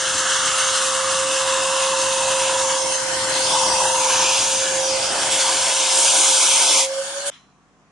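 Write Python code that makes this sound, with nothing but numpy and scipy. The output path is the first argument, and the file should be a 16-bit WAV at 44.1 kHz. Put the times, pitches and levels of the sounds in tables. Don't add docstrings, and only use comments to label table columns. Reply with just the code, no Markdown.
import sys
import numpy as np
from scipy import signal
from scipy.io import wavfile
from scipy.ndimage import uniform_filter1d

SR = 44100
rng = np.random.default_rng(int(sys.argv[2]) if len(sys.argv) > 2 else 0)


def generate_wav(sig):
    pcm = np.round(np.clip(np.atleast_2d(sig).T, -1, 1) * 32767).astype(np.int16)
    wavfile.write(sys.argv[1], SR, pcm)


N = 348831
HOP = 256
TIME_S = np.arange(N) / SR
FRAME_S = np.arange(N // HOP + 5) * HOP / SR
BIN_HZ = np.fft.rfftfreq(4 * HOP, 1 / SR)
SLURP_S, CHOKE_S, CHOKE_CLOSE_S, STOP_S = 5.99, 6.8, 0.078, 7.301
MUG_SINK_S = 1.03

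# f/Hz, coherence/1
DIRECT_COHERENCE = [(60, 1), (340, 1), (1100, 1), (2200, 0.99), (3200, 0.8), (5000, 1), (6400, 0.56),
                    (8000, 0.61), (10500, 1)]
DIFFUSE_COHERENCE = [(60, 1), (340, 1), (1000, 0.91), (1900, 0.061), (3300, 0.1), (10500, 0.11)]
# f/Hz, lead/rad
LEFT_LEAD = [(100, 0.25), (5000, -0.16), (6300, -.3), (7500, -0.17), (8500, -0.92), (10500, -0.7)]
# f/Hz, level/dB
ROOM_AIR = [(20, -25.5), (40, -16.5), (90, -9), (140, -4.5), (280, -9), (340, -8), (600, -12), (1100, -9.5),
            (2000, -20), (3400, -24.5), (4400, -29.5), (6200, -24), (8500, -31), (10800, -44)]
ROOM_HUM = [(50, -71), (100, -77), (153, -66), (200, -66), (256, -69), (288, -73), (697, -73), (742, -74),
            (1039, -74), (1137, -72)]
# f/Hz, level/dB
TAIL_SPECTRUM = [(600, -27), (850, -9), (1130, -2.5), (1600, -9), (2400, -8), (3600, -6), (4400, -28),
                 (4900, -14), (5700, -8), (7500, -19), (10500, -25)]
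# f/Hz, level/dB, t60/s
TAIL_MODES = [(1135, -57, 0.33), (4060, -55, 0.5)]
# f/Hz, level/dB
ANTIPHASE_SPECTRUM = [(45, -39.5), (90, -9.5), (190, -1.5), (300, 1.5), (430, -3), (600, -11.5), (900, -30)]
# f/Hz, level/dB
ROAR_SPECTRUM = [(100, -53), (200, -22), (260, -19.5), (315, -0.5), (400, -5.2), (470, -5), (560, 2.5),
                 (650, 3), (790, 4.2), (1000, -2), (1300, -4.5), (1650, -7.5), (2200, -28)]
RUMBLE_SPECTRUM = [(15, -50.5), (40, -26.5), (60, -11), (80, 0), (125, 0), (160, -3), (200, 1), (240, -9),
                   (320, 4), (600, -38)]
# t/s, roar/dB, rumble/dB
HOSE_FLOW = [(0, -38.5, -44), (.8, -37, -43.5), (2.5, -33, -43), (3.0, -35, -42.5), (3.7, -28.8, -39),
             (4.6, -33, -43.5), (5.2, -29.2, -41), (5.5, -31.5, -46.5), (6.75, -29.3, -60)]
# f/Hz, depth/dB
SLURP_DEPTH = [(200, 4.5), (900, 4), (1900, 6), (2600, 2.5), (4500, 1), (6000, 0)]
# t/s, f/Hz
MOTOR_SPEED = [(0, 525.6), (.5, 528.5), (1.5, 532.3), (2.65, 531.2), (3.1, 528), (4.15, 523.6),
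               (4.6, 531.7), (5.1, 530.6), (5.5, 531.2), (6.8, 534), (6.89, 537), (7.0, 543.6), (7.3, 566)]
# t/s, level/dB, left minus right/dB
MOTOR_NOTE = [(0, -32.5, 4.5), (.5, -35, -13), (.68, -31, -8.5), (1.25, -26, -4.5), (2.65, -25, -4.5),
              (3.08, -31.5, -12), (3.3, -28.5, 4.5), (4.0, -27, 2.5), (4.4, -31, -3), (4.93, -25, -7),
              (5.07, -34, -19), (5.4, -31.5, 2.5), (5.85, -32, -13), (6.735, -33, -4), (6.764, -27.5, -3),
              (6.8, -35, -2), (6.87, -26.5, -2.5), (7.015, -26.5, -4), (7.052, -40, -1.5),
              (7.082, -32, -1.5), (7.115, -38, -2.5), (7.172, -28, -4), (7.215, -34, -1.5),
              (7.28, -29, -2.5)]
# t/s, rotor speed rise/Hz
CATCHES = [(4.42, 8.4), (5.21, 4.8), (5.7, 7), (6.06, 3), (6.45, 4.6), (6.59, 3)]
# t/s, place (0 lifted, 1 in mug, 2 at wall, 3 choked), direct share/1, offset from centre/1
NOZZLE_PATH = [(0, .5, 1, 0.33), (2.6, 1, 0.99, 0.75), (2.7, 3, 0.84, .4), (3.05, -0.5, 0.27, 0.11),
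               (3.5, 2.04, .63, .5), (3.95, 0.76, 0.56, 1.4), (4.1, 2.5, 1, 2.4), (4.52, 1.56, 0.98, 2),
               (4.72, 3, 0.7, 1.3), (5.29, 0.24, 0.76, .8), (5.33, 2.5, 1, 1.9), (6.1, 2, 1, 1.2),
               (6.8, 1.85, 0.84, 2.1)]
# t/s, f/Hz, gain/dB, half width/Hz
HOLLOW_DIP = [(0, 2400, -15, 110), (2.7, 2350, -15, 100), (3.1, 2400, -1.5, 100), (3.4, 2400, -6, 110),
              (3.52, 2390, -19, 140), (3.75, 2320, -16, 190), (4.0, 2320, -11, 170), (4.2, 2170, -7, 160),
              (4.45, 2080, -6, 170), (4.7, 2150, -1, 100), (5.97, 1960, 1.5, 100), (6.04, 1920, -17, 130),
              (6.5, 1880, -17, 170), (6.7, 1780, -15, 220), (6.8, 1600, -22, 280), (6.86, 1620, -10, 220),
              (6.9, 2000, -9, 70)]
# start/s, end/s, level/dB, time per 6 dB fall outside/s
HOWLS = [(.3, 1.2, -23.4, 0.3), (1.5, 2.72, -22, 0.24), (3.2, 3.38, -27, .05), (3.54, 3.86, -18, .06),
         (3.97, 4.25, -19.8, .16), (5.46, 5.5, -19.5, 0.02), (5.701, 6.66, -26, 0.6)]
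# f/Hz, gain/dB
HOWL_COLOUR = [(400, -20), (780, -11), (900, 6), (1700, 0.5), (2000, -11), (3000, -25.5)]
# t/s, depth/1
THROB_DEPTH = [(1.3, .15), (1.9, .32), (3.5, .36), (4.4, .42), (4.7, .2)]
# t/s, added gain/1
UPPER_MODE = [(0, 0.5), (.6, 1.15), (1.1, .85), (1.6, 1), (2.5, .85), (2.75, 0), (4.25, 0.36), (4.6, 0)]
BORE_WHISTLE = [(0, 0.67), (2.6, 0.34), (2.9, 1.1), (3.6, 0.99), (4.3, .7), (4.9, 1.1), (5.25, .8),
                (5.35, 0)]
# t/s, f/Hz, strength/1
RIM_GAP = [(2.56, 6540, 0), (2.67, 6470, 1.15), (2.76, 5900, 0), (2.85, 5540, 0.31), (3.05, 4900, 0.45),
           (3.3, 4870, 0.65), (3.57, 4960, 0.18), (3.71, 5130, 1), (3.84, 5350, 0.5), (3.94, 6400, 0.25),
           (4.15, 6507, .2), (4.5, 6640, 0.24), (4.74, 6400, 0.2), (4.84, 5770, 0.7), (4.92, 5000, 0.42),
           (5.06, 4970, .7), (5.22, 4895, .6), (5.32, 4900, 0.078)]
# f/Hz, depth/dB
GAP_RIPPLE = [(2600, 0), (4000, 4.2), (7000, 3.1), (10500, 1.6)]
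# t/s, f/Hz, added gain/1
EDGE_TONES = [(3.51, 5100, .8), (3.6, 3900, .8), (3.71, 5060, .6), (3.72, 8750, .7), (4.84, 5750, .7),
              (4.94, 5050, .6), (5.05, 4890, 2), (5.21, 4890, .7), (5.38, 7600, .6), (5.41, 2250, .7)]
# f/Hz, level/dB
HISS_LIFTED = [(760, -37), (1250, -3.5), (1520, 2.5), (1780, 1.5), (2010, -5.5), (2150, -5), (2450, -6),
               (2750, -4.5), (3180, -3.5), (3700, -6.5), (5000, -6.5), (5660, -1.5), (6400, -3),
               (7710, -3.5), (8500, -4.5), (10800, -12.5)]
HISS_IN_MUG = [(760, -27.5), (1300, -4), (1570, 0), (1850, -7), (2000, -8), (2150, -5.5), (2350, -12),
               (2660, -3), (3400, -3), (4400, -5.5), (5500, -5), (6400, -3), (7700, -5.5), (8300, -5),
               (10800, -14)]
HISS_AT_WALL = [(760, -46), (1300, -7.5), (1610, -6.5), (1920, -14), (2100, -6.5), (2330, -5), (2990, -3),
                (3380, -0.5), (4450, -6.5), (4780, -1.5), (5220, -3.5), (5970, -1), (9210, -8),
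                (10800, -15)]
HISS_CHOKED = [(760, -48), (1300, -20), (1540, -2.5), (1730, -4), (2000, -15), (2170, -8), (2470, -15),
               (2950, -6), (3400, -8), (4100, -13), (4600, -6.5), (5100, -11.5), (6700, -8.5),
               (9130, -13.5), (10800, -20)]
# t/s, level/dB, target share of top treble/dB
JET = [(0, -18.5, -5.5), (.7, -16.5, -4.5), (1.1, -18.5, -5), (2.6, -18, -4.7), (3.05, -22, -4),
       (3.55, -16, -5), (3.92, -18, -2.5), (4.2, -14, -10), (4.5, -16.5, -5.5), (4.75, -20, -6),
       (5.3, -18.5, -5), (5.32, -15.8, -4), (5.9, -15, -5), (5.98, -11, 0.2), (6.8, -12, -4)]
# f/Hz, weight/1
TREBLE_SHELF = [(5500, 0), (8500, 0.98)]
# t/s, boost/dB, extra treble/dB
SPITS = [(.19, 1.5, 1.5), (.34, 1.5, 0), (.59, 2.5, 1), (.76, 2.5, 0), (2.32, 2, -1), (4.21, 1.5, 0),
         (5.07, 2, 0), (5.333, 2, 1.5), (5.41, 2, -2), (7.28, 9, 9)]


def gain_of(db):
    return 10 ** (np.asarray(db) / 20)


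def unit_rms(x):
    return x / np.sqrt(np.mean(x ** 2) + 1e-20)


def ramp(t, start_s, length_s):
    return np.clip((t - start_s) / length_s, 0, 1)


def bump(x, centre, half_width):
    return np.exp(-((x - centre) / half_width) ** 2)


def follow(rows, t):
    times_s, *columns = np.transpose(rows)
    return [np.interp(t, times_s, column) for column in columns]


def per_bin(points):
    hz, value = np.transpose(points)
    return np.interp(np.log(BIN_HZ + 1), np.log(hz + 1), value)


def band_gain(shape, band_hz):
    inside = (BIN_HZ >= band_hz[0]) & (BIN_HZ <= band_hz[1])
    return np.sqrt(np.sum(shape ** 2 * inside, -1, keepdims=True) + 1e-20)


def peak(centre_hz, half_hz):
    return 1 / (1 + ((BIN_HZ - np.reshape(centre_hz, (-1, 1))) / np.reshape(half_hz, (-1, 1))) ** 2)


def waver(t, top_hz):
    rates_hz = np.geomspace(top_hz / 10, top_hz, num=30) * rng.uniform(.9, 1.1, size=30)
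    return unit_rms(sum(np.sin(2 * np.pi * (hz * t + rng.random())) for hz in rates_hz))


def patches(white, frames, bins):
    return unit_rms(uniform_filter1d(uniform_filter1d(white, frames, axis=0), bins, axis=1))


def air_noise(shape, direct, eddy_db, offset=0):
    a, b, c, d, white = rng.standard_normal((5, len(FRAME_S), len(BIN_HZ)))
    eddies = gain_of(eddy_db * patches(white, frames=13, bins=10))
    direct = np.clip(np.reshape(direct, (-1, 1)), 0, 1)
    coherence = direct * per_bin(DIRECT_COHERENCE) + (1 - direct) * per_bin(DIFFUSE_COHERENCE)
    coherence = np.clip(coherence, 0, 1)
    lead_rad = np.reshape(offset, (-1, 1)) * per_bin(LEFT_LEAD)
    left = a + 1j * b
    right = (coherence * left + np.sqrt(1 - coherence ** 2) * (c + 1j * d)) * np.exp(-1j * lead_rad)
    mono_gain = np.sqrt(1 + coherence * np.cos(lead_rad) + 1e-3)
    spectra = np.array([left, right]) * shape * eddies / mono_gain
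    return signal.istft(spectra.swapaxes(1, 2), nperseg=4 * HOP, noverlap=3 * HOP)[1][:, :N]


def choked(t):
    return ramp(t, CHOKE_S, CHOKE_CLOSE_S)


def nozzle_state(sealed_direct=.08, sealed_offset=4.1):
    sealed = (3, sealed_direct, sealed_offset)
    blend = ramp(FRAME_S, CHOKE_S + CHOKE_CLOSE_S / 2, CHOKE_CLOSE_S / 2) ** 2
    return [free + (end - free) * blend for free, end in zip(follow(NOZZLE_PATH, FRAME_S), sealed)]


def room(air_db=-59):
    air = gain_of(air_db) * unit_rms(air_noise(gain_of(per_bin(ROOM_AIR)), direct=0, eddy_db=1.5))
    channel_turns = np.array([[0], [.13]])
    hum = 0
    for hz, db in ROOM_HUM:
        turns = hz * TIME_S + rng.random() + .1 * waver(TIME_S, top_hz=9)
        hum += gain_of(db) * np.sqrt(2) * np.sin(2 * np.pi * (turns + channel_turns))
    return air + hum


def stop_tail(rush_db=-47, rush_t60_s=.35):
    age_s = np.maximum(TIME_S - STOP_S, 0)
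    decay_s = np.maximum(age_s - .055, 0)
    rush = unit_rms(air_noise(gain_of(per_bin(TAIL_SPECTRUM)), direct=0.23, eddy_db=2.5))
    rush *= gain_of(rush_db - 60 * decay_s / rush_t60_s)
    rings = 0
    for hz, db, t60_s in TAIL_MODES:
        turns = hz * age_s + .19 * waver(TIME_S, top_hz=110)
        rings += gain_of(db - 60 * decay_s / t60_s) * np.sin(2 * np.pi * turns)
    return rush * ramp(age_s, 0, length_s=.019) + rings * ramp(age_s, .018, length_s=.021)


def antiphase_rumble(level_db=-41.5):
    rumble = unit_rms(air_noise(gain_of(per_bin(ANTIPHASE_SPECTRUM)), direct=1, eddy_db=5.5)[0])
    level = gain_of(level_db) * ramp(TIME_S, SLURP_S, length_s=.25) * (1 - choked(TIME_S))
    return np.array([rumble, -rumble]) * level


def slurp():
    gulps = patches(rng.standard_normal((len(FRAME_S), len(BIN_HZ))), frames=7, bins=5)
    sucking = ramp(FRAME_S, SLURP_S, length_s=.03) * (1 - choked(FRAME_S))
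    gain = gain_of(sucking[:, None] * per_bin(SLURP_DEPTH) * np.tanh(gulps))
    return gain / np.sqrt(uniform_filter1d(gain ** 2, size=60, axis=0))


def hose_roar(gulps, choke_db=-11):
    roar_db, rumble_db = follow(HOSE_FLOW, FRAME_S)
    roar_db += choke_db * choked(FRAME_S)
    roar, rumble = gain_of(per_bin(ROAR_SPECTRUM)), gain_of(per_bin(RUMBLE_SPECTRUM))
    roar = gain_of(roar_db)[:, None] * roar / band_gain(roar, band_hz=(600, 830))
    rumble = gain_of(rumble_db)[:, None] * rumble / band_gain(rumble, band_hz=(50, 230))
    return air_noise(gulps * np.hypot(roar, rumble), direct=0.42, eddy_db=2.0)


def motor(catch_half_s=0.059, catch_db=-5.5):
    hz, = follow(MOTOR_SPEED, TIME_S)
    level_db, side_db = follow(MOTOR_NOTE, TIME_S)
    for at_s, rise_hz in CATCHES:
        catch = bump(TIME_S, at_s, catch_half_s)
        hz += rise_hz * catch
        level_db += catch_db * catch
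    waver_db = .62 + .88 * ramp(TIME_S, 2.2, length_s=3.6)
    waver_hz = .49 + 1.71 * ramp(TIME_S, 5.2, length_s=.4) * (1 - choked(TIME_S))
    turns = np.cumsum(hz + waver_hz * waver(TIME_S, top_hz=14)) / SR
    pan = gain_of([side_db / 2, -side_db / 2])
    level = gain_of(level_db + waver_db * waver(TIME_S, top_hz=16))
    return pan / pan.mean(0) * level * np.sqrt(2) * np.sin(2 * np.pi * turns)


def hollow_dip(waver_hz=42, waver_db=5):
    centre_hz, dip_db, half_hz = follow(HOLLOW_DIP, FRAME_S)
    centre_hz += waver_hz * waver(FRAME_S, top_hz=5)
    dip_db = np.minimum(dip_db + waver_db * waver(FRAME_S, top_hz=7), 0)
    return gain_of(dip_db[:, None] * bump(BIN_HZ, centre_hz[:, None], half_hz[:, None]))


def throb(howl, rate_hz=27, stray=.38):
    power = (howl ** 2).mean(0)
    short_power, long_power = (abs(uniform_filter1d(power, size)) + 1e-20 for size in (900, 9000))
    levelled = howl / (short_power / long_power) ** .22
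    turns = np.cumsum(rate_hz * (1 + stray * waver(TIME_S, top_hz=18))) / SR
    depth, = follow(THROB_DEPTH, TIME_S)
    return levelled * (1 + depth * np.sin(2 * np.pi * turns)) / np.sqrt(1 + depth ** 2 / 2)


def mug_howl(gulps, floor_db=-32, choked_db=-39, choked_hz=1470):
    free_hz = 915 + 680 * np.exp(-FRAME_S / MUG_SINK_S)
    centre_hz = free_hz + (choked_hz - free_hz) * ramp(FRAME_S, CHOKE_S + CHOKE_CLOSE_S, length_s=0.14)
    howls_db = [db - 6 * abs(FRAME_S - np.clip(FRAME_S, start_s, end_s)) / fall_s
                for start_s, end_s, db, fall_s in HOWLS]
    sealed = choked(FRAME_S)
    level_db = (1 - sealed) * np.maximum(np.max(howls_db, 0), floor_db) + sealed * choked_db
    place, direct, _ = nozzle_state()
    damping = 1 + 0.65 * np.maximum(place - 1, 0)
    shape = peak(centre_hz, half_hz=112 * damping * (centre_hz / 1000) ** 3.5)
    shape *= hollow_dip() * gain_of(per_bin(HOWL_COLOUR))
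    howl = air_noise(gulps * shape / band_gain(shape, band_hz=(850, 1400)), direct, eddy_db=0.65)
    return np.interp(TIME_S, FRAME_S, gain_of(level_db)) * throb(howl)


def mug_upper_mode():
    strength, = follow(UPPER_MODE, FRAME_S)
    centre_hz = 2570 + 700 * np.exp(-FRAME_S / MUG_SINK_S)
    return 1 + strength[:, None] * peak(centre_hz, half_hz=170)


def rim_gap(direct):
    gap_hz, strength = follow(RIM_GAP, FRAME_S)
    quarter_waves = -np.cos(3 * np.pi * BIN_HZ / gap_hz[:, None])
    ripple_db = strength[:, None] * quarter_waves * per_bin(GAP_RIPPLE)
    whistle = 1 + 0.25 * strength[:, None] * peak(gap_hz, half_hz=160)
    echo_gain = np.interp(direct, [.6, 1], [.2, .07])[:, None]
    echoes = 0
    for base_s in (.0008, .0017, .0029, .0047):
        delay_s = base_s * np.sqrt(gap_hz[0] / gap_hz) + .00003 * waver(FRAME_S, top_hz=1.5)
        echoes += np.exp(-2j * np.pi * BIN_HZ * delay_s[:, None])
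    return gain_of(ripple_db) * whistle * abs(1 + echo_gain * echoes)


def bore_whistle():
    strength, = follow(BORE_WHISTLE, FRAME_S)
    return 1 + strength[:, None] * peak(centre_hz=6340, half_hz=42)


def edge_tones(half_s=.055):
    return 1 + sum(strength * bump(FRAME_S, at_s, half_s)[:, None] * peak(hz, half_hz=58)
                   for at_s, hz, strength in EDGE_TONES)


def nozzle_hiss(gulps, choke_db=-17.2, spit_half_s=0.017, hiss_hz=(2500, 10800), top_hz=(7500, 10800)):
    hiss_db, top_db = follow(JET, FRAME_S)
    hiss_db += choke_db * choked(FRAME_S) ** 2
    for at_s, boost_db, treble_db in SPITS:
        spit = bump(FRAME_S, at_s, spit_half_s)
        hiss_db += boost_db * spit
        top_db += treble_db * spit
    place, direct, offset = nozzle_state()
    colours = [HISS_LIFTED, HISS_IN_MUG, HISS_AT_WALL, HISS_CHOKED]
    place = np.clip(place, 0, len(colours) - 1)
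    colour_db = sum(np.maximum(1 - abs(place[:, None] - k), 0) * per_bin(colour)
                    for k, colour in enumerate(colours))
    shape = gain_of(colour_db) * mug_upper_mode() * rim_gap(direct)
    shape *= bore_whistle() * edge_tones() * hollow_dip()
    share_db = 20 * np.log10(band_gain(shape, top_hz) / band_gain(shape, hiss_hz))
    shape *= gain_of((top_db[:, None] - share_db) * per_bin(TREBLE_SHELF))
    shape /= band_gain(shape, hiss_hz)
    flutter_db = np.interp(place, [1, 2], [.7, .35])
    level = gain_of(hiss_db + flutter_db * waver(FRAME_S, top_hz=28))
    eddy_db = np.interp(direct, [.5, .9], [2.2, 1.45])[:, None]
    return air_noise(gulps * level[:, None] * shape, direct, eddy_db, offset)


def scene(cutoff_s=0.004):
    running = np.clip((STOP_S - TIME_S) / cutoff_s + .5, 0, 1)
    gulps = slurp()
    cleaner = nozzle_hiss(gulps) + mug_howl(gulps) + hose_roar(gulps) + antiphase_rumble() + motor()
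    return running * cleaner + stop_tail() + room()


def record(dry, low_cut_hz=44, notch_hz=7890, notch_width_hz=210, high_cut_hz=10900):
    thinned = signal.lfilter(*signal.butter(2, low_cut_hz, "highpass", fs=SR), dry)
    notched = signal.lfilter(*signal.iirnotch(notch_hz, notch_hz / notch_width_hz, fs=SR), thinned)
    lowpass = signal.firwin(1023, high_cut_hz, window=("kaiser", 9), fs=SR)
    return signal.oaconvolve(notched, lowpass[None], "same")


dry = scene()
out = record(dry)
generate_wav(out)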